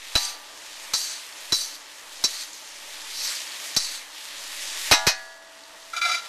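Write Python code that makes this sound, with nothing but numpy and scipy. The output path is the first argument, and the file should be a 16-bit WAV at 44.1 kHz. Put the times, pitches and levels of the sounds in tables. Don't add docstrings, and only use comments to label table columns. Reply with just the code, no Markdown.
import sys
import numpy as np
from scipy import signal
from scipy.fft import rfft, irfft
from scipy.io import wavfile
from scipy.ndimage import uniform_filter1d

SR = 44100
rng = np.random.default_rng(int(sys.argv[2]) if len(sys.argv) > 2 else 0)


def generate_wav(sig):
    pcm = np.round(np.clip(np.atleast_2d(sig).T, -1, 1) * 32767).astype(np.int16)
    wavfile.write(sys.argv[1], SR, pcm)


def nominal_scale(level):
    x = np.asarray(level, float) / 20
    return 10 ** x


N = 276948


def unit(x):
    return x / np.sqrt(np.mean(x ** 2) + 1e-30)


def peak_one(x):
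    return x / np.abs(x).max()


def band(x, lo_hz, hi_hz):
    return signal.sosfilt(signal.butter(5, [lo_hz, hi_hz], "band", fs=SR, output="sos"), x)


def colour(x, points):
    hz, db = np.transpose(points)
    f = np.maximum(np.fft.rfftfreq(len(x), 1 / SR), 1)
    gain_db = np.interp(np.log(f), np.log(hz), db, left=-60, right=-60)
    return irfft(rfft(x) * nominal_scale(gain_db), len(x))


def ring(force, modes):
    out = 0
    for hz, gain, t60 in modes:
        pole = np.exp(2j * np.pi * hz / SR - np.log(1000) / (t60 * SR))
        out = out + gain * signal.lfilter([1], [1, -pole], force).imag
    return out


def resonances(peaks, narrow):
    modes = []
    for hz, width, db in peaks:
        width = width * narrow
        modes.append((hz, nominal_scale(db) * width, np.log(1000) / (np.pi * width)))
    return modes


def walk(rate):
    k = int(SR / rate)
    return 1.25 * uniform_filter1d(np.repeat(rng.standard_normal(N // k + 1), k), k)[:N]


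def grit(rate, spread_db):
    clicks = (rng.random(N) < rate / SR) * rng.choice([-1, 1], N)
    return clicks * nominal_scale(spread_db * np.minimum(rng.exponential(size=N), 4.5))


def patches(x, centres, db_curves):
    f, spec = np.log(np.fft.rfftfreq(len(x), 1 / SR) + 1), rfft(x)
    out = 0
    for row, db in zip(np.eye(len(centres)), db_curves):
        out = out + nominal_scale(db) * irfft(spec * np.interp(f, np.log(centres), row), len(x))
    return out


def course(times, values, off_db=-120):
    return np.interp(np.arange(N) / SR, times, values, left=off_db, right=off_db)


def blow(row, high, low, spot_db, crack_t60, longest_t60):
    # frequency in Hz, level in dB.
    chief_pair = [(3975, 0), (4005, -12)]
    s, high_db, low_db, thump_db, chief_db = row
    t = np.arange(int(.7 * SR)) / SR
    force = np.zeros(len(t))
    force[[0, 330]] = 1, .4

    def struck(modes):
        return ring(force, [(hz, nominal_scale(db + spot_db * rng.standard_normal()), min(t60, longest_t60))
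                            for hz, db, t60 in modes])

    high_ring, low_ring = struck(high), struck(low)
    chief_ring = struck([(hz, db, 0.11) for hz, db in chief_pair])
    tail = ring(force, [(hz, nominal_scale(db - 16), 0.31) for hz, db in chief_pair])
    buzz = unit(uniform_filter1d(rng.standard_normal(len(t)), size=150))
    high_ring = high_ring * (1 + .4 * buzz)
    tail = tail * (1 + .8 * buzz)
    fade = nominal_scale(-60 * t / crack_t60)

    def crack(lo_hz, hi_hz, haste):
        return peak_one(band(rng.standard_normal(len(t)), lo_hz, hi_hz) * fade ** haste)

    sound = nominal_scale(high_db) * (0.88 * peak_one(high_ring) + 0.68 * crack(3810, 6340, 1.6))
    sound = sound + nominal_scale(low_db) * (0.78 * peak_one(low_ring) + 0.92 * crack(556, 3280, 2.03))
    sound = sound + nominal_scale(high_db - 14 + 6) * crack(6300, 13000, 2.5)
    sound = sound + nominal_scale(chief_db + 6.0) * peak_one(chief_ring + tail)
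    sound = 1.6 * sound * (1 - .6 * np.exp(-t / .013))
    thump = band(rng.standard_normal(700), 21.0, 437)[200:] * np.hanning(500)
    sound[40:540] += nominal_scale(thump_db + 14.5) * peak_one(thump)
    out = np.zeros(N + len(t))
    out[int(s * SR) - 40:][:len(t)] = sound
    return out[:N]


def blows():
    # start in seconds, then peak levels in dB
    strikes = [
        (0.1545, -8.5, -14.5, -39.5, -13),
        (0.9365, -8, -18.5, -56, -24),
        (1.523, -8.5, -20, -37.5, -17),
        (2.24, -5, -20.5, -41, -22),
        (3.7656, -5.5, -16.5, -38, -23.5),
    ]
    taps = [
        (4.9135, -2.5, -3.5, -28.5, -53),
        (5.0683, -5, -9.5, -28.5, -27),
    ]
    # frequency in Hz, level in dB, t60 in seconds.
    blade = [(4581, -4, 0.71), (4899, -12, 3.8), (5491, -2, 0.13), (5599, -9, 0.27), (5809, 0, 0.12),
             (6153, 0, 0.055), (6686, -4, 0.087), (6918, -10, 0.067), (7246, -15, 0.23), (7504, -11, 0.2),
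             (7644, -14, 0.37), (7887, -15, 0.24)]
    bowl = [(734, -23, 1.1), (803, -27, 0.28), (1007, -12, 0.17), (1166, -6.5, 2.3), (1307, -4, 0.28),
            (1918, -10, 0.28), (2070, -75, 0.41), (2550, -4, 0.033), (3120, -33, 0.6), (3565, -9, 0.12)]
    rim_near = [(964, -6, 0.12), (1281, -9, 0.26), (1427, -16, 0.16), (1685, -17, 0.56), (1830, -20, 0.39),
                (1949, -17, 0.15), (2083, -13, 0.24), (2229, -13, 0.19), (2509, 0, 0.11), (2708, -14, 0.18),
                (2923, -21, 0.21), (3758, -19, 0.68), (3957, -5, 0.2), (4221, -16, 0.23), (4371, -22, 0.5),
                (5319, -22, 0.45), (5599, -20, 0.27), (5803, -18, 0.31), (6045, -18, 0.23),
                (6105, -20, 0.17), (7558, -22, 0.19), (7634, -22, 0.25), (8010, -30, 0.37),
                (8506, -30, 0.3)]
    rim_far = [(1507, -9, 0.23), (1685, -1, 0.15), (1830, -9, 0.36), (1949, -16, 1.1), (2083, -16, 1.1),
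               (2509, 0, 0.17), (3553, -11, 0.22), (3828, -4, 0.16), (4183, -2, 0.17), (4374, -4, 0.25),
               (5303, -12, 0.29), (5502, -8, 0.19), (6207, -8, 0.21), (6422, -7, 0.16), (7079, -6, 0.11),
               (7634, -15, 0.4), (8220, -18, 0.2), (8807, -17, 0.13)]
    long_hz = [657, 759, 845, 964, 1184, 1427, 1685, 1830, 1949, 2083, 4560]
    # t60 in seconds, level in dB after the first strike,
    # after the first tap, after the second tap.
    long_ring = [(5.5, -57, -35.5, -47), (0.89, -43.5, -30, -41), (0.83, -41.5, -27, -48),
                 (1.2, -42, -32, -45), (1.12, -38.5, -33, -46), (1.4, -66, -32, -45),
                 (1.05, -62, -26.5, -31.5), (0.55, -60, -42, -39), (1.18, -48, -42, -39),
                 (0.31, -60, -26, -34), (1.13, -70, -57, -43.5)]
    out = sum(blow(row, blade, bowl, 3, 0.13, 0.079) for row in strikes)
    for row, modes in zip(taps, (rim_near, rim_far)):
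        high = [m for m in modes if m[0] > 3000]
        low = [m for m in modes if m[0] < 3000]
        out = out + blow(row, high, low, 0, 0.28, 0.25)
    out[int(strikes[0][0] * SR):][:330] += nominal_scale(-19) * np.hanning(330)
    rebound_s, rebound_db, rebound_hz = 4.926, -24, 303
    knock = np.hanning(800) * np.sin(2 * np.pi * rebound_hz * np.arange(800) / SR)
    out[int(rebound_s * SR):][:800] += nominal_scale(rebound_db) * knock
    quench_s = .012
    starts = [int(row[0] * SR) for row in (strikes[0], *taps)]
    for hz, (t60, *dbs) in zip(long_hz, long_ring):
        for start, stop, db in zip(starts, [starts[1], starts[2], N], dbs):
            n = np.arange(min(N - start, stop - start + 2000))
            stilled = np.exp(-np.maximum(n + start - stop, 0) / (quench_s * SR))
            out[start:][:len(n)] += stilled * ring(nominal_scale(db) * (n == 0), [(hz, 1, t60)])
    return out


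def scrapes():
    # frequency in Hz, width in Hz, level in dB.
    edge_peaks = [(4010, 150, -2), (4620, 250, 0), (5450, 220, -3), (5810, 170, -5), (6320, 200, -4)]
    # frequency in Hz, level in dB per Hz.
    rasp_points = [(1940, -37), (3300, -7), (3700, -17), (3980, 0.5), (4730, 3), (5120, -3), (6280, -2),
                   (7030, -10), (12000, -15.5), (13900, -19.5), (14200, -32), (14500, -73)]
    # full contact in seconds, build-up in seconds, drag in seconds,
    # level in dB, sag over the drag in dB.
    strokes = [
        (0.17, .005, 0.13, -29, -8),
        (0.95, .005, 0.2, -27, -12),
        (1.541, .005, 0.19, -25, -19.5),
        (2.26, .005, 0.17, -37.5, -1),
        (2.53, .005, 0.066, -46, -3.5),
        (3.225, 0.13, .09, -29, -3.5),
        (3.78, .005, .17, -31, -6),
    ]
    # time in seconds, rise over the drag in dB.
    snags = [
        (0.252, 5),
        (1.61, 3.5),
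        (1.75, 8),
        (2.35, 3),
        (2.425, -1),
        (2.535, 0.5),
        (3.286, 0),
        (3.9, -1),
    ]
    snag_s, build_db, lift_db_s = 0.024, 17, 173
    catch = (unit(grit(4000, 1.8)) + 0.68 * rng.standard_normal(N)) * nominal_scale(0.62 * walk(70))
    centres = 3300 * 1.13 ** np.arange(13)
    rasp = patches(colour(catch, rasp_points), centres, [1.9 * walk(40) for _ in centres])
    edge = unit(ring(catch, resonances(edge_peaks, 1.0)))
    food = unit(band(catch, 1210, 3870))
    snag_db = sum(course([s - snag_s / 4, s, s + snag_s], [0, db, 0], off_db=0) for s, db in snags)
    out = np.zeros(N)
    for s, build, drag, top_db, sag_db in strokes:
        comb = [(hz, 4.1 * rng.standard_normal()) for hz in range(3000, 14600, 45)]
        span = slice(int((s - build - .05) * SR), int((s + drag + .4) * SR))
        fine = unit(colour(rasp[span], comb))
        levels = top_db + np.array([-build_db, 0, sag_db, sag_db - .5 * lift_db_s])
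        db = course([s - build, s, s + drag, s + drag + .5], levels)
        t = np.arange(N)[span] / SR
        bright_db = np.interp(t, [s, s + drag], [-5.5, -4])
        food_db = np.interp(t, [s, s + drag], [-20.5, -5])
        sound = unit(band(0.29 * edge[span] + fine, 3560, 7970))
        sound = sound + nominal_scale(bright_db) * unit(band(fine, 7070, 19400)) + nominal_scale(food_db) * food[span]
        out[span] += uniform_filter1d(nominal_scale(db + snag_db)[span], size=400) * sound
    return out


def slide():
    # frequency in Hz, width in Hz, level in dB.
    dish_peaks = [(727, 41, -15), (1370, 51, 0), (1650, 37, -16), (2070, 24, -4), (2350, 44, -2),
                  (2920, 23, -18), (3500, 28, -7), (3710, 22, -13), (3920, 36, -5), (4690, 43, -9),
                  (5000, 68, -20), (5190, 41, -16), (5430, 25, -17), (5660, 49, -18), (6030, 25, -13),
                  (6270, 44, -19), (6630, 28, -14), (7110, 48, -18), (7520, 19, -24), (7760, 42, -21),
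                  (8070, 30, -22), (8600, 32, -25), (9630, 37, -24), (10100, 34, -28)]
    # frequency in Hz, level in dB per Hz.
    glaze_points = [(500, -12), (2800, 3), (7000, -3), (10000, -9), (14000, -28)]
    # start in seconds, hold in seconds, then levels in dB
    jerks = [
        (5.932, 0.019, -28, -11.5, -21),
        (5.963, .005, -39, 5.5, -14),
        (5.977, 0.01, -28, -11, -30),
        (6.014, 0.027, -26.5, -4, -33),
        (6.049, .05, -25.5, -4.5, -11),
        (6.113, 0.035, -30, 1.5, -19),
        (6.158, 0.024, -40.5, -1, -18),
        (6.219, 0.046, -47, -4, -22),
    ]
    attack_s, fade_db_s = 0.0041, 650
    slip = (unit(grit(4000, 2.0)) + .8 * rng.standard_normal(N)) * nominal_scale(1.5 * walk(90))
    slip[int(jerks[3][0] * SR)] += 30
    start = int((jerks[0][0] - .05) * SR)
    slip = slip[start:]
    glaze = unit(colour(slip, glaze_points))
    dish = unit(ring(slip, resonances(dish_peaks, 0.63))) + nominal_scale(-44) * glaze
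    low = unit(band(dish, 1230, 1700))
    mid = unit(band(dish, 1800, 2900))
    top = unit(band(dish, 3200, 13000))
    body = unit(band(dish, 600, 900))
    higher = mid + nominal_scale(1) * top + nominal_scale(-4) * glaze
    out = 0
    for s, hold, db, high_db, body_db in jerks:
        end = s + attack_s + hold
        levels = db + np.array([-10, 0, 0, -fade_db_s / 10])
        push = nominal_scale(course([s, s + attack_s, end, end + 0.12], levels))[start:]
        out = out + push * (low + nominal_scale(high_db) * higher + nominal_scale(body_db) * body)
    return np.pad(out, (start, 0))


def frying():
    # frequency in Hz, level in dB per Hz.
    sizzle_points = [(530, -37), (900, -15), (1030, -11.5), (1220, -7.5), (1310, -12), (1570, -6.5),
                     (1870, -0.5), (2100, -1), (3470, 0), (7130, -3.5), (13200, -9.5), (14000, -15),
                     (14500, -35)]
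    hood_points = [(53, -52), (90, -23), (172, -22.5), (210, -13), (257, -21), (285, -3), (357, -11.5),
                   (446, -8), (532, -8), (565, -1), (749, -6.5), (883, 0), (1030, -4), (1210, -3.5),
                   (1500, -5.5), (1950, -3.5), (3300, -120)]
    # start in seconds, peak level in dB, frequency in Hz.
    pops = [(2.533, -30, 7110), (3.2855, -29, 4130), (3.372, -27, 4730), (3.4174, -26, 5500),
            (3.477, -24, 4740), (1.291, -32, 5000), (1.326, -30, 4400), (3.521, -25, 4530),
            (3.75, -20, 6500), (5.707, -36, 1300), (5.6374, -35, 4390), (6.259, -32, 3920)]
    # time in seconds, level in dB.
    heat = [(0, -43.5), (.19, -35.5), (.35, -45.5), (.58, -44), (.85, -39.5), (1.6, -41), (1.78, -46),
            (2.04, -44.5), (2.3, -39.5), (2.55, -45), (3.29, -35), (3.81, -36.5), (4.05, -43), (4.25, -40),
            (4.91, -30), (5.05, -41), (5.35, -52.5), (6.28, -41)]
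    sizzle_db = np.interp(np.arange(N) / SR, *np.transpose(heat))
    swing_db = sizzle_db + 41.5
    top_db = -52 + 1.14 * swing_db
    hood_db = -53 + 0.26 * swing_db
    burst = .5 * unit(grit(3000, 5.7)) + rng.standard_normal(N)
    levels = (sizzle_db, sizzle_db, sizzle_db, sizzle_db, top_db + 7)
    centres = [1200, 2200, 3800, 6500, 11000]
    hiss = patches(unit(colour(burst, sizzle_points)), centres, [db + 1.4 * walk(14) for db in levels])
    hood = unit(colour(rng.standard_normal(N), hood_points)) * nominal_scale(1.0 * walk(10))
    out = nominal_scale(1.0) * hiss + nominal_scale(hood_db + 3.5) * hood
    t = np.arange(400) / SR
    for s, db, hz in pops:
        out[int(s * SR):][:len(t)] += nominal_scale(db) * np.sin(2 * np.pi * hz * t) * np.exp(-t / 0.0016)
    return out


def offset():
    # knock in seconds, drop in thousandths of full scale,
    # crest before it in thousandths of full scale, climb in seconds.
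    swings = [
        (.16, 12, 2.4, .5),
        (.935, 2.6, 1.6, .33),
        (1.52, 6.5, 1.8, .17),
        (2.24, 4.2, 2, .25),
        (3.25, 0, 2.8, .65),
        (3.76, 13, 0, .1),
        (4.92, 25, 4.8, .7),
        (5.07, 4, 0, .1),
        (6.11, .5, .8, .5),
    ]
    settle_s, gain_step_hz = .105, 29.5
    t = np.arange(N) / SR
    climbs, drops = 0, 0
    for s, drop, crest, climb in swings:
        angle = course([s - climb, s, s + settle_s / 2], [0, np.pi / 2, 0], off_db=0)
        climbs = climbs + crest * np.sin(angle)
        drops = drops + drop * (t > s) * np.exp(-np.abs(t - s) / settle_s)
    swing = uniform_filter1d(climbs - drops, size=1500, origin=749, mode="nearest") / 1000
    phase = np.arange(N) * gain_step_hz / SR
    size = rng.uniform(0.74, 1.7, int(phase[-1]) + 1)[phase.astype(int)]
    ripple = uniform_filter1d(size * (.5 - phase % 1), size=250)
    return swing + (0.3 * np.maximum(swing, 0) + 0.0004) * ripple


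def thin_top(x):
    top_hz = 13900
    hz, _, tiles = signal.stft(x, SR, nperseg=2048)
    chance = rng.random((len(hz) // 4 + 1, tiles.shape[1] // 2 + 1))
    chance = np.repeat(np.repeat(chance, 4, axis=0), 2, axis=1)
    share = np.interp(hz, [7000, 10500, 12500, 13500, top_hz, top_hz + 150], [0, .05, .16, .3, .5, 1])
    keep = chance[:len(hz), :tiles.shape[1]] > share[:, None]
    return signal.istft(tiles * keep, SR, nperseg=2048)[1][:N]


def scene():
    mono = blows() + scrapes() + slide() + frying()
    return np.array([mono, mono])


def low_pass(x):
    return signal.sosfilt(signal.butter(12, 14930, fs=SR, output="sos"), x)


def record(dry):
    x = thin_top(np.tanh(0.78 * dry[0]) / 0.83) + offset()
    return low_pass(np.array([x, x]))


dry = scene()
out = record(dry)
generate_wav(out)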